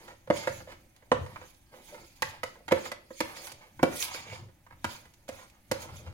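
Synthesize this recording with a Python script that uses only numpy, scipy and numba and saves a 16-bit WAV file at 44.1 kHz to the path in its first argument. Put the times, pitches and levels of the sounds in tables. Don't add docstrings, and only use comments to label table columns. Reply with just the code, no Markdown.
import sys
import numpy as np
from scipy import signal
from scipy.fft import rfft, irfft
from scipy.io import wavfile
from scipy.ndimage import uniform_filter1d
from numba import njit

SR = 44100
rng = np.random.default_rng(int(sys.argv[2]) if len(sys.argv) > 2 else 0)


def makeup_ratio(level_db):
    decades = np.asarray(level_db, float) / 20
    return 10 ** decades


def unload_audio(sound):
    columns = np.transpose(np.atleast_2d(sound))
    steps = np.round(np.clip(columns, -1, 1) * 32767)
    wavfile.write(sys.argv[1], SR, steps.astype(np.int16))


N = 270333

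# t/s, hollow ring level/dB, then thud, wall clack and steel tick relative to it [dB]
KNOCKS = [(0.273, -43, -13, -4.5, -27), (0.301, -14.5, -9.5, -7.5, -33.5), (0.472, -23, -17.5, -2.5, -23.5),
          (1.116, -9, -16, -5.5, -56), (2.221, -31, -9, 10, -2.5), (2.432, -27.5, -21, -3, -14),
          (2.68, -42, -10.5, 10, -4), (2.71, -26, -20, -1.5, -28), (2.719, -10.5, -12.5, -10.5, -27.5),
          (2.854, -40, -19, 7, -7), (2.916, -35, -15, 2.5, -5), (3.105, -40, -11, -7, -40),
          (3.204, -23.5, -9.5, -1.5, -12), (3.792, -42, -1.5, 5, -33), (3.829, -11, -1.5, -11, -22.5),
          (4.144, -34, -24, -4, -14), (4.325, -38, -28, -16, -26), (4.843, -36, 1.5, 9.5, -0.5),
          (5.289, -30.5, -11, -9.5, -17), (5.713, -21, -8.5, -8, -13)]
# t/s, wall clack level/dB, then hollow ring and steel tick relative to it [dB]
TAPS = [(0.079, -44, -5, -17), (0.602, -44.5, 0.5, -15), (0.673, -49, 9, -31), (0.719, -45.5, -2.5, -16),
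        (0.962, -64.5, -8, 1), (1.023, -55.5, 0.5, -26), (1.262, -45, -8, -18), (1.359, -35, -14, -40),
        (1.415, -44, -2.5, -32), (1.543, -78.5, -3, 15), (1.738, -50, 4.5, -26), (1.944, -42, -4, -34),
        (2.16, -72, -6, 5), (2.334, -45.5, -5, -28), (2.555, -51, -10.5, -38), (2.604, -70, 20, -19),
        (3.366, -46, -19, -8), (3.469, -46, -28, -0.5), (3.517, -51.5, -1, 5), (4.024, -39, -17, 6),
        (4.485, -65, 6.5, -16), (4.664, -49, -31, -35), (4.706, -48, -14, -35), (4.724, -50, -27, -32),
        (5.053, -53, -10, -12), (5.137, -67, -16, 8.5), (5.28, -48, -1, -3), (5.388, -50, -11, -12),
        (5.498, -72, -1, 9), (5.889, -44, -6, -30)]
TAP_THUD_DB = -16


def hits():
    s, hollow, thud, wall, tick = np.transpose(KNOCKS)
    knocks = [s, hollow + thud, hollow, hollow + wall, hollow + tick]
    s, wall, hollow, tick = np.transpose(TAPS)
    taps = [s, wall + hollow + TAP_THUD_DB, wall + hollow, wall, wall + tick]
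    rows = np.hstack([knocks, taps])
    return rows[:, np.argsort(rows[0])]


# delay t/s, level/dB
SLAPS = [
    (.0020, 0),
    (.0040, 1),
    (.0061, -3.5),
    (.0081, 1),
    (.0100, -9),
]


def blows(db, fade_db, scatter_db=3.5, wobble_s=0.00023):
    s = hits()[0][:, None]
    direct = (0.00063, 0.0066)  # (s, dB)
    lag, slap_db = np.transpose([direct] + SLAPS)
    chance = rng.standard_normal((len(s), 2, len(lag)))
    time_s = s + lag + wobble_s * chance[:, 0] * (lag > 0)
    at = np.clip((time_s * SR).astype(int), 0, N - 1)
    level_db = db[:, None] + slap_db - fade_db * np.arange(len(lag)) + scatter_db * chance[:, 1]
    out = np.zeros(N)
    np.add.at(out, at, makeup_ratio(level_db))
    return out


@njit
def ring(x, poles, which):
    out, z = np.empty(len(x), np.complex128), 0j
    for i in range(len(x)):
        z = z * poles[which[i]] + x[i] + 1e-18
        out[i] = z
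    return out


def bowl(modes, knock_db, fade_db, rub, twist, detune=0.028, soft_db=0):
    soft_hz = 1100
    which = np.searchsorted(hits()[0] * SR - 40, np.arange(N))
    out = np.zeros((2, N))
    for hz, db, t60 in modes:
        shift = 1 + detune * rng.standard_normal(which[-1] + 1)
        poles = np.exp((2j * np.pi * hz * shift - np.log(1000) / t60) / SR)
        push = blows(knock_db - soft_db * np.log2(hz / soft_hz), fade_db) + rub
        z = ring(push, poles, which)
        turn = twist * rng.uniform(0.58, 1)
        ports = np.array([[1], [-1]])
        out += makeup_ratio(db) * (np.cos(turn) * z.imag + np.sin(turn) * z.real * ports)
    return band(out, 0.77 * modes[0][0], 1.75 * modes[-1][0])


# f/Hz, level/dB, t60/s
THUD = [(174, -16, 0.058), (221, 6, 0.06), (261.6, 6, 0.061), (336, 8, 0.081)]


def thud(drag_db):
    rub = grit(1200, 2.1, 2.5) * makeup_ratio(drag_db - 37.5)
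    return bowl(THUD, hits()[1] - 7.0, 2.66, rub, 0.43)


# f/Hz, level/dB, t60/s
HOLLOW = [(438, -4.5, 0.016), (513.2, -1.5, 0.059), (525.8, -17, 0.12), (560, -3.5, 0.057),
          (580, -4.5, 0.056), (688.4, -8, 0.043)]


def hollow_ring(drag_db):
    rub = grit(900, 3.9, 4.5) * makeup_ratio(drag_db - 27)
    return bowl(HOLLOW, hits()[2] - 7.5, 1.91, rub, 0.42, 0.015)


# f/Hz, level/dB, t60/s
WALL = [(817, -9.5, 0.064), (880, -0.5, 0.035), (938, 3.5, 0.018), (1061, 2.5, 0.016), (1239, -2, 0.029),
        (1324, -1.5, 0.02), (1504, -3, 0.026), (1651, -3, 0.02), (1810, -6.5, 0.029), (2004, -1, 0.023),
        (2220, -6, 0.039), (2455, -15, 0.034), (2670, -9.5, 0.017), (2957, -10.5, 0.031),
        (3380, -11, 0.017), (3780, -14.5, 0.016), (4040, -11, 0.013), (4670, -21, 0.012)]


def wall_clack(scrape_db):
    _, _, _, wall_db, tick_db = hits()
    usual_gap_db, soft_db_oct = 19, 0.22
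    soft_db = soft_db_oct * np.clip(wall_db - tick_db - usual_gap_db, -8, 27)
    rub = grit(2000, 2.6, 3.5) * makeup_ratio(scrape_db - 23.5)
    return bowl(WALL, wall_db - 10, 0.49, rub, 1.16, 0.037, soft_db)


def steel_tick():
    puff = np.exp(-np.arange(600) / SR / 0.0017)
    burst = signal.fftconvolve(blows(hits()[4] + 9, 2.27), puff)[:N]
    return scatter(lambda: burst * rng.standard_normal(N), 0.18, 0.00033)


# start t/s, end t/s, drag level/dB, edge scrape relative to it [dB]
RUBS = [(0.0, 0.126, -63, -2), (0.33, 0.45, -61, 5), (0.494, 0.624, -56, -9), (0.675, 0.741, -58.5, -2.5),
        (1.15, 1.335, -58.5, -3), (1.348, 1.45, -64, -1.5), (1.731, 1.811, -60, -2.5),
        (1.89, 2.047, -60, -3.5), (2.26, 2.4, -69, 5), (2.46, 2.588, -66, -10), (2.756, 2.882, -54, -1.5),
        (2.94, 3.026, -65.5, -7.5), (3.23, 3.51, -59.5, 1), (3.515, 3.68, -68, -2), (3.844, 3.96, -45, -9),
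        (4.003, 4.209, -59.5, 4), (4.228, 4.392, -59.5, 5), (4.42, 4.49, -63, -17),
        (4.863, 4.968, -58.5, -1.5), (4.97, 5.066, -69, 1.5), (5.307, 5.459, -62, -1.5),
        (5.73, 5.953, -54.5, -4), (5.983, 6.132, -58.5, -8)]
LAND_S, LIFT_S = 0.03, 0.037


def rubbing():
    start, end, drag_db, edge_db = np.transpose(RUBS)
    lifted_db = -79.5
    return [swells(start, end, db, LAND_S, LIFT_S, lifted_db) for db in (drag_db, drag_db + edge_db)]


# peak t/s, level/dB, fine crumbs relative to it [dB], rise t/s, fall t/s
PUSHES = [(0.04, -61.5, -5, 0.24, 0.27), (0.37, -39.5, -11.5, 0.048, 0.15),
          (0.52, -51.5, -5.5, 0.058, 0.19), (0.7, -65, -8, .04, 0.14), (1.2, -63, -5, .1, 0.57),
          (1.5, -64.5, -3.5, 0.53, 0.054), (1.774, -67, -2.5, 0.17, 0.087), (1.859, -54, -5, 0.081, 0.41),
          (2.29, -52, -6.5, 0.11, 0.12), (2.47, -57.5, -8, .05, 0.14), (2.76, -59, -3, .05, .15),
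          (2.872, -45, -10, 0.13, .05), (2.93, -73, -1, .05, 0.085), (3.195, -51, -7, 0.12, 0.062),
          (3.25, -56, 0.5, 0.069, .3), (3.372, -45.5, -12, .04, .2), (3.462, -51.5, 3, 0.12, 0.061),
          (4.021, -35, -2, 0.13, 0.11), (4.15, -41, -11, 0.12, 0.1), (4.35, -51.5, -13.5, 0.32, 0.094),
          (4.92, -49, -5, 0.096, 0.13), (5.36, -53.5, -5, 0.087, 0.14), (5.826, -46, -4.5, 0.097, 0.051),
          (5.964, -53, -6, .1, 0.11)]
CRUMB_HZ = [1800, 2800, 4000, 5600, 7800, 10000, 12800, 16500]


def crumbs():
    s, push_db, fine_rel_db, rise, fall = np.transpose(PUSHES)
    rest_db = -77
    coarse_db = swells(s, s, push_db, rise, fall, rest_db)
    fine_db = swells(s, s, push_db + fine_rel_db, rise, fall, rest_db)
    grains = scatter(lambda: grit(8000, 2.4, 0.92), 0.11, 0.0004)
    clumps, out = walk(70), 0
    for lo, hi in zip(CRUMB_HZ, CRUMB_HZ[1:]):
        fine = np.clip(np.log2(hi / 6500), 0, 1)
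        db = (1 - fine) * (coarse_db + 10.5) + fine * (fine_db + 16.5)
        out = out + makeup_ratio(db + 1.7 * (clumps + walk(90))) * band(grains, lo, hi)
    return out


# f/Hz, level/dB per Hz
HISS = [(1410, -32.5), (2400, 1), (3580, -1), (4130, 1.5), (6110, 0), (6780, 1), (7830, -7.5), (11000, -8),
        (12200, -11), (15200, -20), (16200, -22)]


def hiss():
    return np.array([colour(x, HISS) for x in steel_tick() + crumbs()])


# peak t/s, level/dB, rise t/s, fall t/s
ROCKS = [(0.3, -37.5, 0.042, 0.17), (0.49, -40.5, 0.047, 0.25), (1.14, -31, 0.031, 0.19),
         (1.659, -62, .15, 0.12), (2.0, -62, .8, 0.055), (2.221, -40, 0.019, .13), (2.47, -52, 0.16, 0.073),
         (2.73, -41.5, 0.076, 0.12), (3.23, -45.5, 0.036, .08), (3.53, -53.5, 0.23, .03),
         (3.82, -37, 0.05, .04), (3.89, -51, .05, .4), (4.42, -44, 0.51, 0.13), (4.73, -58, .06, .1),
         (4.85, -39, 0.034, 0.086), (5.0, -62, .1, .2), (5.32, -56, .04, 0.12), (5.7, -41, 0.027, .25),
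         (5.94, -40.5, 0.093, 0.21), (6.08, -34.5, 0.058, .06)]
# f/Hz, level/dB, t60/s
COUNTER = [(95.3, -0.5, 0.15), (126.4, -6, 0.099)]


def counter():
    s, peak_db, rise, fall = np.transpose(ROCKS)
    still_db = -69
    rock = grit(600, 1.2, 1.3) * makeup_ratio(swells(s, s, peak_db, rise, fall, still_db) - 26.5)
    return bowl(COUNTER, hits()[1] - 26, 2.7, rock, 0.077)


def spoon():
    drag_db, scrape_db = rubbing()
    return counter() + thud(drag_db) + hollow_ring(drag_db) + wall_clack(scrape_db) + hiss()


# f/Hz, level/dB, t60/s
BLADE = [(2150, -1.5, .04), (2330, -3, .035), (2780, -4, .03)]
# start t/s, end t/s, level/dB
CHATTER = [
    (4.17, 4.26, -75),
    (4.27, 4.35, -68),
]


def blade():
    judder = grit(500, 3.5, 5) * makeup_ratio(swells(*np.transpose(CHATTER), LAND_S, LIFT_S, -110))
    return bowl(BLADE, hits()[-1] - 16, 3, judder, 1.2, 0.03)


# f/Hz, level/dB
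LEAN = [(60, 2), (150, 1), (350, -1), (700, -2), (1400, -4.5), (2800, -4), (5500, -2), (10000, -7),
        (14000, -9)]


def lean(near):
    return np.array([colour(near[0], LEAN, 0.43), colour(near[1], LEAN, -0.96)])


# f/Hz, t60/s, level/dB
KITCHEN = [(125.4, 0.3, -20), (341, 0.35, -13.5), (790, 0.35, -17), (1860, 0.36, -13.5), (3870, 0.37, -15),
           (9100, 0.19, -10)]


def kitchen(x):
    t = np.arange(SR // 2) / SR
    onset = 1 - np.exp(-t / 0.0019)
    tail = 0
    for hz, t60, db in KITCHEN:
        noise = band(rng.standard_normal((2, len(t))), hz / 1.55, hz * 1.55)
        tail = tail + makeup_ratio(db - 21.5 - 60 * t / t60) * noise * onset
    return signal.fftconvolve(x[None], tail, axes=1)[:, :N]


# f/Hz, level/dB per Hz
ROOM = [(15, -27), (25, 17.5), (108, 2.5), (285, -1.5), (335, 1), (405, -23), (516, -16), (818, -12),
        (1100, -22), (2110, -18), (3820, -28), (11000, -31), (16000, -28)]
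ROOM_DB = -63.5


def hum():
    mid, side = (colour(rng.standard_normal(N) * makeup_ratio(1.5 * walk(4.4)), ROOM) for _ in range(2))
    side = colour(side, [(60, -21.0), (400, -9), (1200, -4.0)])
    return makeup_ratio(ROOM_DB + 0.5) / np.std(mid) * np.array([mid + side, mid - side])


def grit(rate, spread_db, flicker_db):
    size_db = spread_db * np.minimum(rng.exponential(size=N), 2.5)
    clicks = (rng.random(N) < rate / SR) * np.sign(rng.standard_normal(N)) * makeup_ratio(size_db)
    return unit(clicks) * makeup_ratio(flicker_db * walk(35))


def swells(start_s, end_s, peak_db, rise_s, fall_s, rest_db):
    t = np.arange(0, N + 64, 64)[:, None] / SR
    outside = np.maximum((start_s - t) / rise_s, (t - end_s) / fall_s)
    db = peak_db - 20 * np.maximum(outside, 0)
    total_db = 10 * np.log10(np.sum(makeup_ratio(db) ** 2, axis=1) + makeup_ratio(rest_db) ** 2)
    return np.interp(np.arange(N) / 64, np.arange(len(db)), total_db)


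def walk(rate):
    k = int(SR / rate)
    held = np.repeat(rng.standard_normal(N // k + 1), k)
    return 1.3 * uniform_filter1d(uniform_filter1d(held, k), k)[:N]


def scatter(make, shared, lag_s):
    both, share = make(), np.clip(shared, 0, 1)
    pair = np.array([both, -np.roll(both, int(lag_s * SR))])
    return np.sqrt(share) * pair + np.sqrt(1 - share) * np.array([make(), make()])


def band(x, lo_hz, hi_hz):
    return signal.sosfilt(signal.butter(2, [lo_hz, hi_hz], "band", fs=SR, output="sos"), x)


def colour(x, table, share=0.93):
    gain_db = share * read(table, np.linspace(0, SR / 2, 513))
    cepstrum = irfft(gain_db * np.log(10) / 20)
    cepstrum[1:512] *= 2
    cepstrum[513:] = 0
    return signal.fftconvolve(x, irfft(np.exp(rfft(cepstrum)))[:512])[:N]


def read(table, hz):
    table = np.array(table, float)
    return np.interp(np.log(hz + 1), np.log(table[:, 0] + 1), table[:, 1])


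def unit(x):
    return x / np.sqrt(np.mean(x ** 2))


def scene():
    near = spoon()
    room = kitchen(near[1]) + hum()
    return lean(near + blade()) + room


def band_limit(x):
    return signal.sosfilt(signal.butter(12, 17000, fs=SR, output="sos"), x)


def record(dry):
    top_cut = signal.ellip(6, 0.2, 30, 15900, fs=SR, output="sos")
    mix = signal.sosfilt(top_cut, dry)
    return band_limit(mix)


dry = scene()
out = record(dry)
unload_audio(out)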